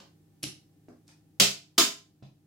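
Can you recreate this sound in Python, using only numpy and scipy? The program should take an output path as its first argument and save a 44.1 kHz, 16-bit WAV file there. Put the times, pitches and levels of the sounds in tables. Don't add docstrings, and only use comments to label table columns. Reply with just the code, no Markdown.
import sys
import numpy as np
from scipy import signal
from scipy.fft import rfft, irfft, next_fast_len
from scipy.io import wavfile
from scipy.ndimage import uniform_filter1d, map_coordinates

SR = 44100
rng = np.random.default_rng(int(sys.argv[2]) if len(sys.argv) > 2 else 0)


def store_wav(level_fs):
    pcm = np.round(np.clip(np.atleast_2d(level_fs), -1, 1) * 32767)
    wavfile.write(sys.argv[1], SR, pcm.T.astype(np.int16))


N = 108486


def amp(db):
    return 10 ** (np.asarray(db) / 20)


def unit(x):
    return x / np.sqrt(np.mean(x ** 2) + 1e-20)


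def along(points, hz):
    point_hz, values = np.transpose(points)
    return np.interp(np.log(hz + 1), np.log(point_hz + 1), values)


def wobble(rate_hz, size):
    knots = rng.standard_normal(int(size * rate_hz / SR) + 4)
    return map_coordinates(knots, [np.arange(size) * rate_hz / SR])


def coloured(x, gain):
    m = 2 * next_fast_len(x.shape[-1])
    log_gain = np.log(np.maximum(gain(np.fft.rfftfreq(m, 1 / SR)), 1e-6))
    cepstrum = irfft(log_gain)
    cepstrum[1:m // 2] *= 2
    cepstrum[m // 2 + 1:] = 0
    return irfft(rfft(x, m) * np.exp(rfft(cepstrum)))[..., :x.shape[-1]]


def noise_pair(alike, size):
    likeness = np.clip(along(alike, np.fft.rfftfreq(size, 1 / SR)), -1, 1)
    turn = np.arccos(likeness) / 2
    spectra = np.exp(2j * np.pi * rng.random((2, len(turn))))
    mid, side = irfft(spectra * [np.cos(turn), np.sin(turn)], size)
    return unit(np.array([mid + side, mid - side]))


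def fade(t, t60_s):
    return np.exp(-np.log(1000) * t / t60_s)


def add(out, start_s, x):
    i = max(round(start_s * SR), 0)
    out[:, i:i + x.shape[-1]] += x[..., :N - i]


# (frequency [Hz], T60 [s])
ROOM_T60 = [(100, .36), (300, 0.31), (1800, 0.3), (5000, 0.31), (9000, 0.28), (15000, .24)]
# (frequency [Hz], correlation [-1..1])
DIFFUSE_ALIKE = [(100, 0.88), (300, 0.68), (700, .5), (1400, 0.055), (10000, 0)]
ROOM_DB, ROOM_BUILD_S, ROOM_GAP_S = 4, 0.016, 0.002


def room(x, db):
    hz, t, z = signal.stft(noise_pair(DIFFUSE_ALIKE, SR // 2), SR, nperseg=256)
    decaying = z * fade(t, along(ROOM_T60, hz)[:, None])
    tail = signal.istft(decaying, SR, nperseg=256)[1]
    late_s = np.maximum(np.arange(tail.shape[1]) / SR - ROOM_GAP_S, 0)
    tail = tail * np.sqrt(1 - np.exp(-late_s / ROOM_BUILD_S))
    tail = tail / np.linalg.norm(tail[0])
    return amp(db) * signal.fftconvolve(x, tail, axes=1)[:, :x.shape[1]]


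# (frequency [Hz], rms level [dB])
HUM = [(70, -84.5), (100, -70), (156, -66), (200, -79.5), (298, -71.5), (312, -76), (801, -88.5),
       (1776, -95)]
# (frequency [Hz], relative level [dB])
AIR = [(15, -54), (25, -24), (136, -3), (173, -2.5), (240, -9), (305, -4), (598, -22.5), (782, -20.5),
       (919, -28), (1490, -29), (1750, -30), (3830, -31.5), (15500, -33)]
HUM_WAVER_RAD, AIR_DB = 0.71, -65.5


def background():
    t = np.arange(N) / SR
    hum = np.zeros(N)
    for hz, db in HUM:
        phase = HUM_WAVER_RAD * wobble(20, N)
        hum += amp(db) * unit(np.sin(2 * np.pi * hz * t + phase))
    air = coloured(noise_pair(DIFFUSE_ALIKE, N), lambda hz: amp(along(AIR, hz)))
    return hum + amp(AIR_DB) * unit(air)


# (swell centre [s], Gaussian sigma [s], level [dB], centre frequency [Hz], width [octaves])
SMALL_NOISES = [(0.002, 0.0024, -44, 657, .22), (0.8894, .0012, -58, 5870, 0.24),
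                (1.08, 0.0082, -64.5, 5600, 0.41), (1.089, .008, -63.5, 1092, .9),
                (2.233, .005, -57, 3470, .4)]
# (frequency [Hz], correlation [-1..1])
DIRECT_ALIKE = [(300, 0.84), (1500, 0.2), (4000, 0.9), (12000, 0.24)]
GRAIN_DB, GRAIN_RATE_HZ = 5.5, 400


def small_noises():
    t, noises = np.arange(N) / SR, np.zeros((2, N))
    for centre_s, sigma_s, db, centre_hz, octaves in SMALL_NOISES:
        band = lambda hz: np.exp(-0.25 * (np.log2((hz + 1) / centre_hz) / octaves) ** 2)
        grain = unit(amp(GRAIN_DB * wobble(GRAIN_RATE_HZ, N)))
        hiss = unit(coloured(noise_pair(DIRECT_ALIKE, N), band))
        swell = np.exp(-0.5 * ((t - centre_s) / sigma_s) ** 2)
        noises += amp(db) * swell * grain * hiss
    return noises + room(noises, ROOM_DB)


MODE_WAVER_RAD, MODE_RISE_S = 0.5, 0.0046
EAR_SPREAD_RAD = 0.6


def mode(t, hz, t60_s):
    ears = np.array([wobble(22, len(t)), wobble(25, len(t))])
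    phase = MODE_WAVER_RAD * wobble(42, len(t)) + EAR_SPREAD_RAD * hz / 500 * ears
    return np.sin(2 * np.pi * hz * t + phase) * fade(t, t60_s) * (1 - np.exp(-t / MODE_RISE_S))


# (time [s], click level [dB], knock level [dB], boom level [dB],
# hardness corner [Hz], place [0 inner square..1 far edge])
CONTACTS = [ (0.001, -19.5, -22, -53, 5240, 0), (1.3993, 18.5, 3.5, -23, 11500, 0.035),
            (1.4037, 18.5, 7.5, -30, 7500, 0.044), (1.779, 7.5, 3.5, -28, 12000, 1),
            (1.7809, 18.5, 12.5, -18.5, 10500, 0.99), (1.7848, 17, 3, -42, 10500, 1)]
# (frequency [Hz], T60 [s], inner-square level [dB], far-edge level [dB])
BOARD = [(195.2, 0.31, -1.5, -15.5), (281, 0.19, -13, -2.5), (343, .17, -10.5, 0.5), (406.2, .34, -9, -9.5),
         (550, 0.26, -3, -24), (670, 0.32, -12.5, -9), (1033, 0.35, -20.5, -12), (1103, .2, -12.5, -9.5),
         (1216, 0.21, -13.5, -1.5), (1387, 0.14, -19, -8)]
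# (time [s], frequency [Hz], level [dB])
THUMPS = [(0.434, 134, -39.5), (0.436, 304.6, -46.5), (0.885, 244, -47), (1.398, 135, -30),
          (2.224, 134, -39), (2.224, 200, -50.5)]
THUMP_T60_S = 0.36


def booms():
    out, t = np.zeros((2, N)), np.arange(SR // 2) / SR
    for start_s, _, _, boom_db, _, place in CONTACTS:
        edge = np.clip(place, 0, 1)
        for hz, t60_s, inner_db, edge_db in BOARD:
            db = boom_db + inner_db + edge * (edge_db - inner_db)
            add(out, start_s, amp(db) * mode(t, hz, t60_s))
    for start_s, hz, db in THUMPS:
        add(out, start_s, amp(db) * mode(t, hz, THUMP_T60_S))
    return out


RING_DB, RING_RISE_S = 11.5, 0.001
RING_TO_ROOM = 0.65
PAN_DB = -0.5


def strike(colour, hard_hz, t60_s, room_db):
    t = np.arange(SR // 2) / SR
    dulled = lambda hz: colour(hz) / np.hypot(1, (hz / hard_hz) ** 2)
    crack = 1.0 * np.array([t == 0, t == 0])
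    ring = noise_pair(DIRECT_ALIKE, len(t)) * fade(t, t60_s) * (1 - np.exp(-t / RING_RISE_S))
    ring = ring / np.linalg.norm(ring[0])
    near = crack + amp(RING_DB) * ring
    far = crack + RING_TO_ROOM * ring[0]
    near, far = near / np.linalg.norm(near[0]), far / np.linalg.norm(far[0])
    return coloured(near + room(far, room_db), dulled)


# (time [s], clink level [dB], thud level [dB], hardness corner [Hz], room level [dB])
TOUCHES = [ (0.4272, -18, -17, 8840, 2.5), (0.4305, -3, -13, 16700, -20), (0.4364, -4.5, -5.5, 7160, 3),
           (0.4389, 1.5, -11.5, 5950, -1), (0.884, -27, -10, 1894, 4.5), (2.224, -24, -9, 1170, 4.5)]
# (frequency [Hz], level [dB])
CLINK = [(100, -40), (1000, -19), (1900, -10), (2600, -3.5), (2950, -1.5), (3400, -5), (4380, 0),
         (4950, -3), (5500, 1), (6100, -4), (6900, -1), (7800, -4.5), (9400, -5), (10250, 5.5),
         (11000, 0.5), (11700, -0.5), (12800, -15), (15500, -20)]
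# (frequency [Hz], level [dB])
THUD = [(40, -12), (90, -4), (200, 3), (310, 5), (450, -5), (660, -4), (1000, -12), (1550, -14),
        (2200, -24), (9000, -45)]
CLINK_T60_S = 0.011


def touches():
    out = np.zeros((2, N))
    for start_s, clink_db, thud_db, hard_hz, room_db in TOUCHES:
        wood = lambda hz: np.hypot(amp(clink_db + along(CLINK, hz)), amp(thud_db + along(THUD, hz)))
        add(out, start_s, strike(wood, hard_hz, CLINK_T60_S, room_db))
    return out * amp([[PAN_DB], [-PAN_DB]])


# (frequency [Hz], inner-square level [dB], far-edge level [dB])
PIECE = [(2605, -4.5, -8), (2834, -0.5, -13.5), (3060, -0.5, -12.5), (3390, -6, -8.5), (3980, -4.5, -8.5),
         (4000, -10.5, -0.5), (4375, -3.5, -6.5), (5350, -4, -1.5), (5720, -6.5, 2.5), (5720, -4.5, -11.5),
         (6730, -10, -2.5), (6550, -5.5, 0)]
PIECE_T60_S, PIECE_DB, PIECE_WAVER_RAD = 0.24, -45.5, 1


def pings():
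    out, t = np.zeros((2, N)), np.arange(SR // 2) / SR
    envelope = fade(t, PIECE_T60_S) * (1 - np.exp(-t / RING_RISE_S))
    for start_s, click_db, _, _, _, place in CONTACTS:
        edge = np.clip(place, 0, 1)
        for hz, inner_db, edge_db in PIECE:
            phase = 2 * np.pi * rng.random((2, 1)) + PIECE_WAVER_RAD * wobble(60, len(t))
            db = PIECE_DB + click_db + inner_db + edge * (edge_db - inner_db)
            add(out, start_s, amp(db) * envelope * np.sin(2 * np.pi * hz * t + phase))
    return out


# (frequency [Hz], level [dB])
CLICK = [(100, -38.5), (900, -18.5), (1900, -9), (2400, -4.5), (2950, -2), (3500, -2), (4250, -1.5),
         (4800, -2.5), (5300, -0.5), (6100, -4), (6900, -1), (8800, -9), (10300, -9), (12500, -9),
         (15500, -8.5)]
# (frequency [Hz], level [dB])
KNOCK = [(40, -31), (85, -23), (150, -7.5), (320, 3), (490, -8), (680, 1.5), (820, -9), (1200, 0),
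         (1700, -2.5), (3000, -13), (9000, -39.5)]
RING_T60_S = 0.025


def clacks():
    out = np.zeros((2, N))
    for start_s, click_db, knock_db, _, hard_hz, _ in CONTACTS:
        wood = lambda hz: np.hypot(amp(click_db + along(CLICK, hz)), amp(knock_db + along(KNOCK, hz)))
        add(out, start_s, strike(wood, hard_hz, RING_T60_S, ROOM_DB))
    return out * amp([[PAN_DB], [-PAN_DB]])


def scene():
    return background() + small_noises() + booms() + touches() + pings() + clacks()


DUCK_ABOVE_DB, DUCK_SHARE = -26.5, 0.17
DUCK_CREEP_DB_PER_S, DUCK_SMOOTH_S = 1, 0.02
TOP_HZ = 15900


def record(dry):
    power = np.abs(uniform_filter1d(np.mean(dry ** 2, axis=0), 256))
    level_db = 10 * np.log10(power + 1e-12)
    creep_db = DUCK_CREEP_DB_PER_S * np.arange(N) / SR
    wanted_db = DUCK_SHARE * np.maximum(level_db - DUCK_ABOVE_DB, 0)
    duck_db = np.maximum.accumulate(wanted_db - creep_db) + creep_db
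    keep = np.exp(-1 / (DUCK_SMOOTH_S * SR))
    held = dry * amp(-signal.lfilter([1 - keep], [1, -keep], duck_db))
    m = next_fast_len(N + SR // 2)
    low_pass = 1 / np.hypot(1, (np.fft.rfftfreq(m, 1 / SR) / TOP_HZ) ** 80)
    return irfft(rfft(held, m) * low_pass, m)[:, :N]


dry = scene()
out = record(dry)
store_wav(out)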